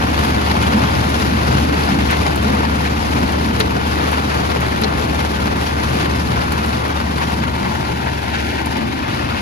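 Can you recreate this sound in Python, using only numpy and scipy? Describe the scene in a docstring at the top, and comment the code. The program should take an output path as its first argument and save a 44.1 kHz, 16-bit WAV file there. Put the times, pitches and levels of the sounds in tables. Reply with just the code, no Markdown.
"""Gravel on a screening deck

A two-port microphone close to the vibrating steel mesh of a diesel screening plant, at a lifted rubber flap.
The deck throws its load about 19 times a second: sand hisses as dense random impulses, pebbles patter as
scraping grains in clumps, and single stones clack, knock and ping as noise bursts and damped modes.
Behind them the hopper rumbles and booms, and the engine hums in sine tones among wavering drones.
Rumble and drones recede steadily; late on the flap drops, the hiss dulls and the microphone is furthest back."""
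import sys
import numpy as np
from scipy import signal
from scipy.fft import rfft, irfft, next_fast_len
from scipy.io import wavfile
from scipy.ndimage import map_coordinates

SR = 44100
rng = np.random.default_rng(int(sys.argv[2]) if len(sys.argv) > 2 else 0)


def digitize_waveform(pressure):
    """Quantize a signal to 16-bit integers and store it at the path in sys.argv[1].

    Rows of a 2-D input are taken as channels; values are limited to [-1, 1].
    """
    field = np.atleast_2d(pressure).T
    bounded = np.clip(field, -1, 1)
    quanta = np.round(bounded * 32767).astype(np.int16)
    wavfile.write(sys.argv[1], SR, quanta)


N = 414981
T = np.arange(N) / SR


def amp(db):
    """Decibels to gain."""
    return 10 ** (np.asarray(db) / 20)


def unit(x):
    """Scale to rms 1."""
    return x / np.sqrt(np.mean(x ** 2) + 1e-20)


def along(points, hz):
    """Read (frequency [Hz], value) points on a log frequency axis."""
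    f, v = np.transpose(points)
    return np.interp(np.log(hz + 1), np.log(f + 1), v)


def curve(rows):
    """Draw (time [s], value) rows as one value per sample."""
    return np.interp(T, *np.transpose(rows))


def wobble(rate):
    """A smooth random curve with rate knots a second."""
    knots = rng.standard_normal(int(N * rate / SR) + 4)
    return map_coordinates(knots, [T * rate])


def filtered(x, response):
    """Multiply the spectrum of x by a complex response of frequency."""
    m = next_fast_len(N + SR // 2)
    hz = np.fft.rfftfreq(m, 1 / SR)
    return irfft(rfft(x, m) * response(hz), m)[..., :N]


def bells(peaks, hz):
    """Summed dB of bell-shaped resonances (positive) and hollows (negative)."""
    return sum(db / (1 + (2 * (hz - centre) / width) ** 2) for centre, width, db in peaks)


def colour(x, spectrum, peaks=()):
    """Give x a broad spectrum with resonances on it, at rms 1."""
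    return unit(filtered(x, lambda hz: amp(along(spectrum, hz) + bells(peaks, hz))))


def impacts(rate, spread_db):
    """Two streams of random impulses, rate a second, with log-normal sizes; rms 1."""
    hit = rng.random((2, N)) < rate / SR
    size = amp(spread_db * np.clip(rng.standard_normal((2, N)), -3, 2.4))
    sign = rng.choice([-1, 1], (2, N))
    return unit(hit * size * sign)


def pebbles(rate, spread_db, t60):
    """Each pebble lands with a short scrape of noise and a faint ring at a pitch of its own."""
    t = np.arange(SR // 50) / SR
    when, pitch, size, life = rng.random((int(rate * N / SR), 4)).T[..., None]
    hz = 2000 + 11000 * pitch
    ring = .5 * np.sin(2 * np.pi * hz * t)  # the same at both ports
    scrape = rng.standard_normal((2, len(hz), len(t)))
    level_db = -spread_db * np.log(size + .02) - 60 * t / (t60 * (.5 + life))
    grains = (ring + scrape) * amp(level_db)
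    index = (when * N).astype(int) + np.arange(len(t))
    return unit(np.array([np.bincount(index.ravel(), g.ravel(), N)[:N] for g in grains]))


def bursts(times, levels_db, spectrum, attack, t60):
    """Coloured noise that starts at each blow and dies quickly; attack and t60 in seconds."""
    envelope = np.zeros(N + SR)
    t = np.arange(SR // 5) / SR
    for s, db in zip(times, levels_db):
        envelope[round(s * SR):][:len(t)] += amp(db - 60 * t / t60) * (1 - np.exp(-t / attack))
    return envelope[:N] * colour(rng.standard_normal((2, N)), spectrum)


def ringing(blows, modes, attack):
    """Damped modes (multiple, dB, t60) set off by each (s, dB, pitch) blow."""
    out = np.zeros(N + SR)
    t = np.arange(SR // 5) / SR
    for s, db, pitch in blows:
        ring = 0
        for multiple, level, t60 in modes:
            tone = np.sin(2 * np.pi * (multiple * pitch * t + rng.random()))
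            ring = ring + amp(level - 60 * t / t60) * tone
        out[round(s * SR):][:len(t)] += amp(db) * ring * (1 - np.exp(-t / attack))
    return out[:N]


def swells(rows, half_s, q, grain_db):
    """A short bell-shaped swell of grainy band noise centred on each (s, dB, centre Hz) row."""
    out = np.zeros((2, N + SR))
    t = np.arange(SR // 2) / SR
    hz = np.fft.rfftfreq(len(t), 1 / SR) + 1
    shape = np.exp(-((t - t.mean()) / half_s) ** 2)
    for s, db, centre in rows:
        grain_levels = grain_db * rng.standard_normal(len(t) // 50).repeat(50)  # a new level every 50 samples
        grains = rng.standard_normal((2, len(t))) * amp(grain_levels)
        resonance = 1 / (1 + 1j * q * (hz / centre - centre / hz))
        dulling = 1 / (1 + (hz / (3 * centre)) ** 2)
        band = irfft(rfft(grains) * resonance * dulling)
        out[:, round(s * SR):][:, :len(t)] += amp(db) * shape * unit(band)
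    return out[:, SR // 4:][:, :N]  # puts the middle of each swell on its time


# engine firing hum: (time [s], mean level [dB])
HUM_LEVEL = [(0, -22), (5.1, -24), (5.8, -24.5), (7.4, -26), (9.4, -31)]


def engine():
    """The diesel's firing note with faint overtones, a little unsteady under load."""
    firing_hz = 73.82
    phase = 2 * np.pi * firing_hz * T + 0.04 * wobble(8.0)
    note = np.sin(phase) + amp(-18.5) * np.sin(2 * phase) + amp(-18) * np.sin(3 * phase)
    return unit(note) * amp(curve(HUM_LEVEL) + 0.29 * wobble(6.6))


FADE_DB_PER_S = 0.4561  # rumble and drones recede as the microphone moves off

# low drones of the machine: (frequency [Hz], mean peak level at the start [dB])
DRONE_TONES = [(92.4, -35), (124, -34.5), (169, -36), (203, -36.5), (224, -39.5)]


def drones():
    """Panels and drives of the machine drone, each swelling and wavering on its own."""
    swell_db, drift_rad = 2, 0.64
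    tones = 0
    for hz, db in DRONE_TONES:
        level = amp(db + swell_db * wobble(3))
        tones = tones + level * np.sin(2 * np.pi * hz * T + drift_rad * wobble(1.95))
    return tones * amp(-FADE_DB_PER_S * T)


# broad colour of the hopper's rumble: (frequency [Hz], level [dB per Hz])
RUMBLE_SPECTRUM = [(25, -32), (36, -25), (52, -4.5), (90, -1), (160, -1), (230, 0), (310, -3), (400, -8.5),
                   (700, -24.5), (2000, -78)]
# resonances of the hopper's plates: (frequency [Hz], width [Hz], level [dB])
PLATE_RESONANCES = [(124, 7.4, 4), (224, 8.4, 2.5)]
# heavy clods slumping into the hopper: (time [s], level [dB], centre frequency [Hz])
CLOD_BOOMS = [(0.1, -24, 242), (0.63, -21.5, 124), (0.75, -17.5, 214), (0.82, -24, 126), (0.98, -20.5, 129),
              (1.29, -18, 215), (1.54, -22, 125), (1.72, -22, 279), (1.95, -16.5, 221), (2.5, -21, 218),
              (2.54, -29, 124), (3.23, -18.5, 216), (3.5, -22.5, 227), (5.88, -24, 123), (6.33, -23.5, 126),
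              (7.43, -30, 221), (8.83, -24.5, 220), (8.94, -31, 325)]


def hopper():
    """Stones thud unevenly on the big steel plates; each heavy clod adds a short boom."""
    thuds = impacts(rate=1500, spread_db=2.5)
    level_db = -19.5 - FADE_DB_PER_S * T + 0.65 * wobble(8)
    rumble = colour(thuds, RUMBLE_SPECTRUM, PLATE_RESONANCES) * amp(level_db)
    return rumble + swells(CLOD_BOOMS, half_s=0.082, q=6.4, grain_db=-1.5)


# how far the microphone has drawn back: (time [s], distance [0-1])
MIC_RETREAT = [(0, 0.35), (6.7, 0.51), (7.3, 0.6), (8, 1)]


def throws():
    """The deck's stroke, highest as the load lands; throws vary, and the surge is deeper from further back."""
    throw_hz, landing = 18.775, .68  # landing as a share of the cycle
    fullness = 1 + .35 * wobble(9) + .35 * curve(MIC_RETREAT)
    return np.cos(2 * np.pi * (throw_hz * T - landing)) * fullness


# coarse stones at the open end of the deck: (time [s], level before the jolts [dB])
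COARSE_LEVEL = [(0, -35), (8.1, -46), (8.33, -34.5), (9.4, -32)]
# colour of their rattle: (frequency [Hz], level [dB per Hz])
CLATTER_SPECTRUM = [(700, -14), (1500, 1.5), (2400, 3), (3300, -3), (5000, -8.5), (9000, -45)]


def clatter():
    """Stones too big for the mesh hop along the far end of the deck."""
    hops = pebbles(rate=450, spread_db=3.0, t60=0.071)
    jolts_db = 1.5 * throws() + .5 * wobble(14)
    return colour(hops, CLATTER_SPECTRUM) * amp(curve(COARSE_LEVEL) + jolts_db)


# clumps of coarse stones rattling down together: (time [s], level [dB], centre frequency [Hz])
STONE_CLUMPS = [(0.629, -23, 2280), (0.73, -24.5, 1900), (0.84, -20.5, 1200), (1.922, -21, 1720),
                (2.006, -22.5, 1670), (2.108, -20.5, 1700), (2.133, -16, 1360), (2.64, -23, 1200),
                (2.86, -24, 1900), (3.172, -23, 1400), (4.137, -21.5, 1200), (4.313, -23.5, 1600),
                (4.63, -22, 1200), (6.011, -23, 1890), (6.523, -23.5, 1200), (7.225, -20, 1300),
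                (7.435, -24, 1480), (7.656, -22, 1110), (8.075, -18.5, 945), (8.355, -21, 1500),
                (8.4, -26, 1810), (8.584, -23, 1480), (9.11, -28, 2300), (9.385, -26.5, 2190)]


def clumps():
    """Coarse stones arrive in bunches, each a brief swell of grainy noise."""
    return swells(STONE_CLUMPS, half_s=0.019, q=1.2, grain_db=-1.5)


# the stream of gravel on the deck, also the reference for stray stones: (time [s], relative level [dB])
GRAVEL_FLOW = [(0.0, -26), (0.26, -24.5), (3.78, -27), (4.25, -26), (4.61, -26.5), (5.93, -26.5),
               (7.92, -28.5), (8.5, -26.5), (8.91, -28.5), (9.3, -27.5)]


def flow_at(s):
    """Relative level of the gravel stream in dB at the times s."""
    return np.interp(s, *np.transpose(GRAVEL_FLOW))


def stray_pebbles():
    """Rows (s, dB, pitch Hz) of single pebbles that clink on the mesh at random."""
    per_s, above_flow_db, lowest_hz, octaves = 22, 2.8, 1000, 2.3
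    place, size, pitch = rng.random((int(per_s * N / SR), 3)).T
    s = place * N / SR
    level_db = flow_at(s) + above_flow_db + 3 * (size - pitch)  # high clinks are weaker
    return np.c_[s, level_db, lowest_hz * 2 ** (octaves * pitch)]


# modes of a clinking pebble: (multiple of its pitch, level [dB], t60 [s])
PEBBLE_MODES = [(1, 0, .045), (1.6, -7, .03)]


def clinks():
    """Single pebbles ring on the mesh, at both ports together but in unrelated phase."""
    landings = stray_pebbles()
    return np.array([ringing(landings, PEBBLE_MODES, attack=.002) for _ in range(2)])


def stray_chips():
    """Rows (s, dB) of small chips, one at a random moment in each stretch, levelled from the flow."""
    per_s, above_flow_db, scatter_db = 1.5, -8, 6
    place, size = rng.random((int(per_s * N / SR), 2)).T
    s = (np.arange(len(place)) + place) / per_s
    return np.c_[s, flow_at(s) + above_flow_db + scatter_db * (2 * size - 1)]


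# heavy stones on the wires: (time [s], wire ring level [dB], wire pitch [Hz], knock level [dB])
HEAVY_STONES = [(0.630, -22, 3400, -23), (2.129, -26, 4300, -18), (3.601, -20, 4300, -13),
                (3.603, -13, 4300, -23), (3.608, -16, 3850, -22), (4.820, -24, 4050, -18),
                (4.836, -11, 4030, -22), (4.843, -17, 4150, -20)]
# modes of a struck wire: (multiple of its pitch, level [dB], t60 [s])
WIRE_MODES = [(.87, -11, .03), (1, 0, .036), (1.06, -11, .03), (1.38, -13, .03)]


def wires():
    """The wire that a big stone hits pings briefly, close to the left port; the right is shaded."""
    blows = [row[:3] for row in HEAVY_STONES]
    ping = ringing(blows, WIRE_MODES, attack=.001)
    right_gain = amp(-13)
    return ping * np.array([[1], [right_gain]])


# the sharpest chips flicking against steel: (time [s], level [dB])
SHARP_CHIPS = [(0.624, -29), (1.092, -27), (2.109, -22), (2.357, -23), (3.32, -29), (3.599, -18.5),
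               (4.115, -26), (4.604, -28), (4.814, -25), (6.521, -24), (6.659, -28), (7.172, -32),
               (8.658, -25)]
# colours of a stone's crunch, its knock and a chip's tick: (frequency [Hz], level [dB per Hz])
CRUNCH_SPECTRUM = [(1500, -22), (3100, -12), (3600, -2), (4400, 0), (5000, -8), (5800, -9), (7000, -19),
                   (12000, -36)]
KNOCK_SPECTRUM = [(200, -12), (650, 0), (1200, 0), (2000, -1), (2900, -6), (4500, -15), (7000, -25),
                  (14000, -42)]
TICK_SPECTRUM = [(2000, -14), (6000, -4), (8200, -1), (11000, 0), (16000, -8)]
# modes of the frame under the mesh: (frequency [Hz], level [dB], t60 [s])
FRAME_MODES = [(428, 2, 0.17), (715, -5, 0.086), (1126, -15, .06), (1390, -3, 0.082), (1545, -10, .07),
               (1830, -15, 0.041)]


def stones():
    """Big stones crunch on the mesh and knock the frame into ringing; chips only tick."""
    crunch_db, frame_db = -5.5, -5  # against the wire's ring; against the knock
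    s, ring_db, _, knock_db = np.transpose(HEAVY_STONES)
    crunch = bursts(s, ring_db + crunch_db, CRUNCH_SPECTRUM, attack=.001, t60=.045)
    knock = bursts(s, knock_db, KNOCK_SPECTRUM, attack=.0005, t60=.055)
    blows = np.c_[s, knock_db + frame_db, np.ones(len(s))]  # the frame keeps its pitch
    frame = np.array([ringing(blows, FRAME_MODES, attack=.0005) for _ in range(2)])
    chip_s, chip_db = np.transpose(np.vstack([SHARP_CHIPS, stray_chips()]))
    ticks = bursts(chip_s, chip_db, TICK_SPECTRUM, attack=.0007, t60=.045)
    return crunch + knock + frame + ticks


# finest spray, shut in once the flap has dropped: (time [s], treble gain [dB])
SPRAY_TREBLE = [(7.0, 0.13), (8.65, -2.5)]
# broad colour of sand on mesh: (frequency [Hz], level [dB per Hz])
SAND_SPECTRUM = [(150, -25), (350, -3.5), (600, 1), (900, 1), (1600, -1), (2300, -6.7), (3200, -9.7),
                 (4400, -12.7), (6000, -19), (7500, -23.5), (8800, -25), (10200, -23.5), (12000, -25.3),
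                 (14000, -28.5), (15600, -34)]
# resonances and hollows of the screen box and its wires: (frequency [Hz], width [Hz], level [dB])
BOX_RESONANCES = [(444, 235, 5), (862, 69, 2), (1428, 58, 3.5), (5060, 240, 3.5), (5580, 210, -5.5),
                  (5960, 160, -1), (5680, 100, 8.5)]


def gravel():
    """Sand and pebbles land on the mesh in a surge at every throw of the deck."""
    surge = throws()
    sand = impacts(rate=12000, spread_db=2.5)
    patter = pebbles(rate=450, spread_db=2.8, t60=.018)
    stream = colour(sand + amp(-3.5) * patter, SAND_SPECTRUM, BOX_RESONANCES)
    # fine grains, the treble, swell and sink more deeply than coarse ones, and the flap shuts them in
    fine = filtered(stream, lambda hz: 1 / (1 + (3300 / (hz + 1)) ** 4))
    coarse = stream - fine
    coarse_swing_db = .9 * surge + .45 * wobble(20)
    fine_swing_db = 1.25 * surge + .95 * wobble(14)
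    uneven_db = .4 * wobble(12) + .35 * wobble(30)
    grains = coarse * amp(coarse_swing_db) + fine * amp(fine_swing_db + curve(SPRAY_TREBLE))
    return grains * amp(curve(GRAVEL_FLOW) + 5.5 + uneven_db)  # 5.5 dB lifts the stream over the flow


def walls(x, share, count):
    """Faint early echoes from the steel sides put a fine ripple on the upper spectrum."""
    delays = rng.uniform(.002, .025, (2, count))  # seconds
    signs = rng.choice([-1, 1], (2, count))
    echoes = np.zeros((2, SR // 32))
    np.put_along_axis(echoes, (delays * SR).astype(int), signs / np.sqrt(count), axis=1)
    bright = filtered(x, lambda hz: hz / (hz + 900))
    return x + share * signal.fftconvolve(bright, echoes, axes=1)[:, :N]


# resonances and hollows that shift as the microphone moves past curtain and frame:
# (width [Hz], rows of (time [s], mean centre [Hz], mean level [dB]))
SHIFTING_RESONANCES = [(70, [(7.7, 230, 0), (8.2, 215, -3.5), (8.8, 170, -2), (9.4, 135, -2)]),
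                       (100, [(2, 430, 0), (4.8, 390, 2), (8.3, 330, 0), (8.85, 330, 4), (9.4, 340, 0.5)]),
                       (100, [(7.2, 475, 0), (8.3, 470, -4.5), (9.4, 450, -6.5)]), (170, [(2.5, 880, 1),
                       (4.3, 830, 2), (5.8, 950, 2), (6.8, 950, 1.5), (7.3, 910, 4), (8.3, 900, 3),
                       (9.4, 850, -1.5)]), (220, [(7.4, 1250, 1.5), (7.9, 1230, -4), (8.5, 1210, -12),
                       (8.8, 1300, -1.5), (9.4, 1550, -4)])]


def shifting(x):
    """Colour x with the resonances and hollows that move with the microphone."""
    hz, s, z = signal.stft(x, SR, nperseg=2048)
    peaks = []
    for width, rows in SHIFTING_RESONANCES:
        when, centre, db = np.transpose(rows)
        waver = 1 + 0.045 * np.interp(s, T, wobble(4.6))
        flutter_db = 0.94 * np.interp(s, T, wobble(7))
        peaks.append((np.interp(s, when, centre) * waver, width, np.interp(s, when, db) + flutter_db))
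    return signal.istft(z * amp(bells(peaks, hz[:, None])), SR)[1][:, :N]


def ports(pair, table):
    """Mix two unrelated signals into left and right; left leads, except in the high treble."""
    f, alike, balance_db, turn = np.transpose(table)

    def angle(hz):
        """Half the angle whose cosine is the coherence."""
        return np.arccos(np.clip(along(np.c_[f, alike], hz), 0, 1)) / 2

    def shade(hz):
        """Complex gains of both ports: level balance, travel time and extra phase."""
        travel = np.where(hz < 6280, 20, -8.1) / SR  # seconds by which left leads
        phase = np.pi * hz * travel + along(np.c_[f, turn], hz) / 2
        half = amp(along(np.c_[f, balance_db], hz) / 2) * np.exp(1j * phase)
        gains = np.array([half, 1 / half])
        return gains / np.sqrt(np.mean(abs(gains) ** 2, axis=0))

    common, apart = filtered(pair, lambda hz: np.array([np.cos(angle(hz)), np.sin(angle(hz))]))
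    return filtered(np.array([common + apart, common - apart]), shade)


# the two ports close to the deck, then further back outside the flap:
# (frequency [Hz], coherence [0-1], left minus right [dB], phase beyond the travel time [rad])
PORTS_AT_DECK = [(60, 0.75, 2, 0.51), (277, 0.97, -2, -0.96), (365, 0.44, 2, 1.45), (500, 0.65, 5.5, 1.2),
                 (684, 0.53, 8, 1.05), (1010, 0.5, 3, 0.43), (1610, 0.93, 2.5, -1.02),
                 (2120, 0.39, -1, -1.72), (4230, 0.14, 5.5, 0.16), (6120, 0.2, 9, 0.58), (7000, 0.3, 5, 0),
                 (7540, 1, 1, 0.27), (12300, 1, 0, -0.092)]
PORTS_OUTSIDE = [(60, 1, 6.5, 0.31), (303, 0.86, -1, -0.15), (428, 0.49, -0.5, 1.27), (625, 1, 9, 1.9),
                 (910, 0.43, 13.5, 0.23), (1270, 1, 1.5, 0.43), (2080, 0.68, 2.5, -1),
                 (3030, 0.3, 1, -0.53), (5930, 0.26, 9.5, 0.98), (7000, 0.45, 8, 0.3), (7500, 1, 1.5, 0.48),
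                 (11900, 1, -0.5, -0.27)]
# small ringing hollow formed by a sleeve beside the right port: (time [s], share)
SLEEVE_SHARE = [(0, 0.84), (.4, 1), (.8, 0.76), (1.4, 0.26)]


def scene():
    """Deck and hopper reach two ports that draw back; a sleeve colours the right, most at first."""
    on_mesh = gravel() + clatter() + clumps() + clinks()
    deck = walls(on_mesh, share=.22, count=24)
    plant = shifting(deck + stones() + hopper())
    back = np.clip(curve(MIC_RETREAT), 0, 1)
    left, right = (1 - back) * ports(plant, PORTS_AT_DECK) + back * ports(plant, PORTS_OUTSIDE)
    hollow = filtered(right, lambda hz: 1 / (1 + 2j * (hz - 950) / 160))  # 950 Hz, 160 Hz wide
    heard = np.array([left, right + curve(SLEEVE_SHARE) * hollow])
    return heard + wires() + engine() + drones()


def record(dry):
    """The recorder keeps nothing from its band limit of 15.6 kHz upwards."""
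    return filtered(dry, lambda hz: hz < 15600)


dry = scene()
out = record(dry)
digitize_waveform(out)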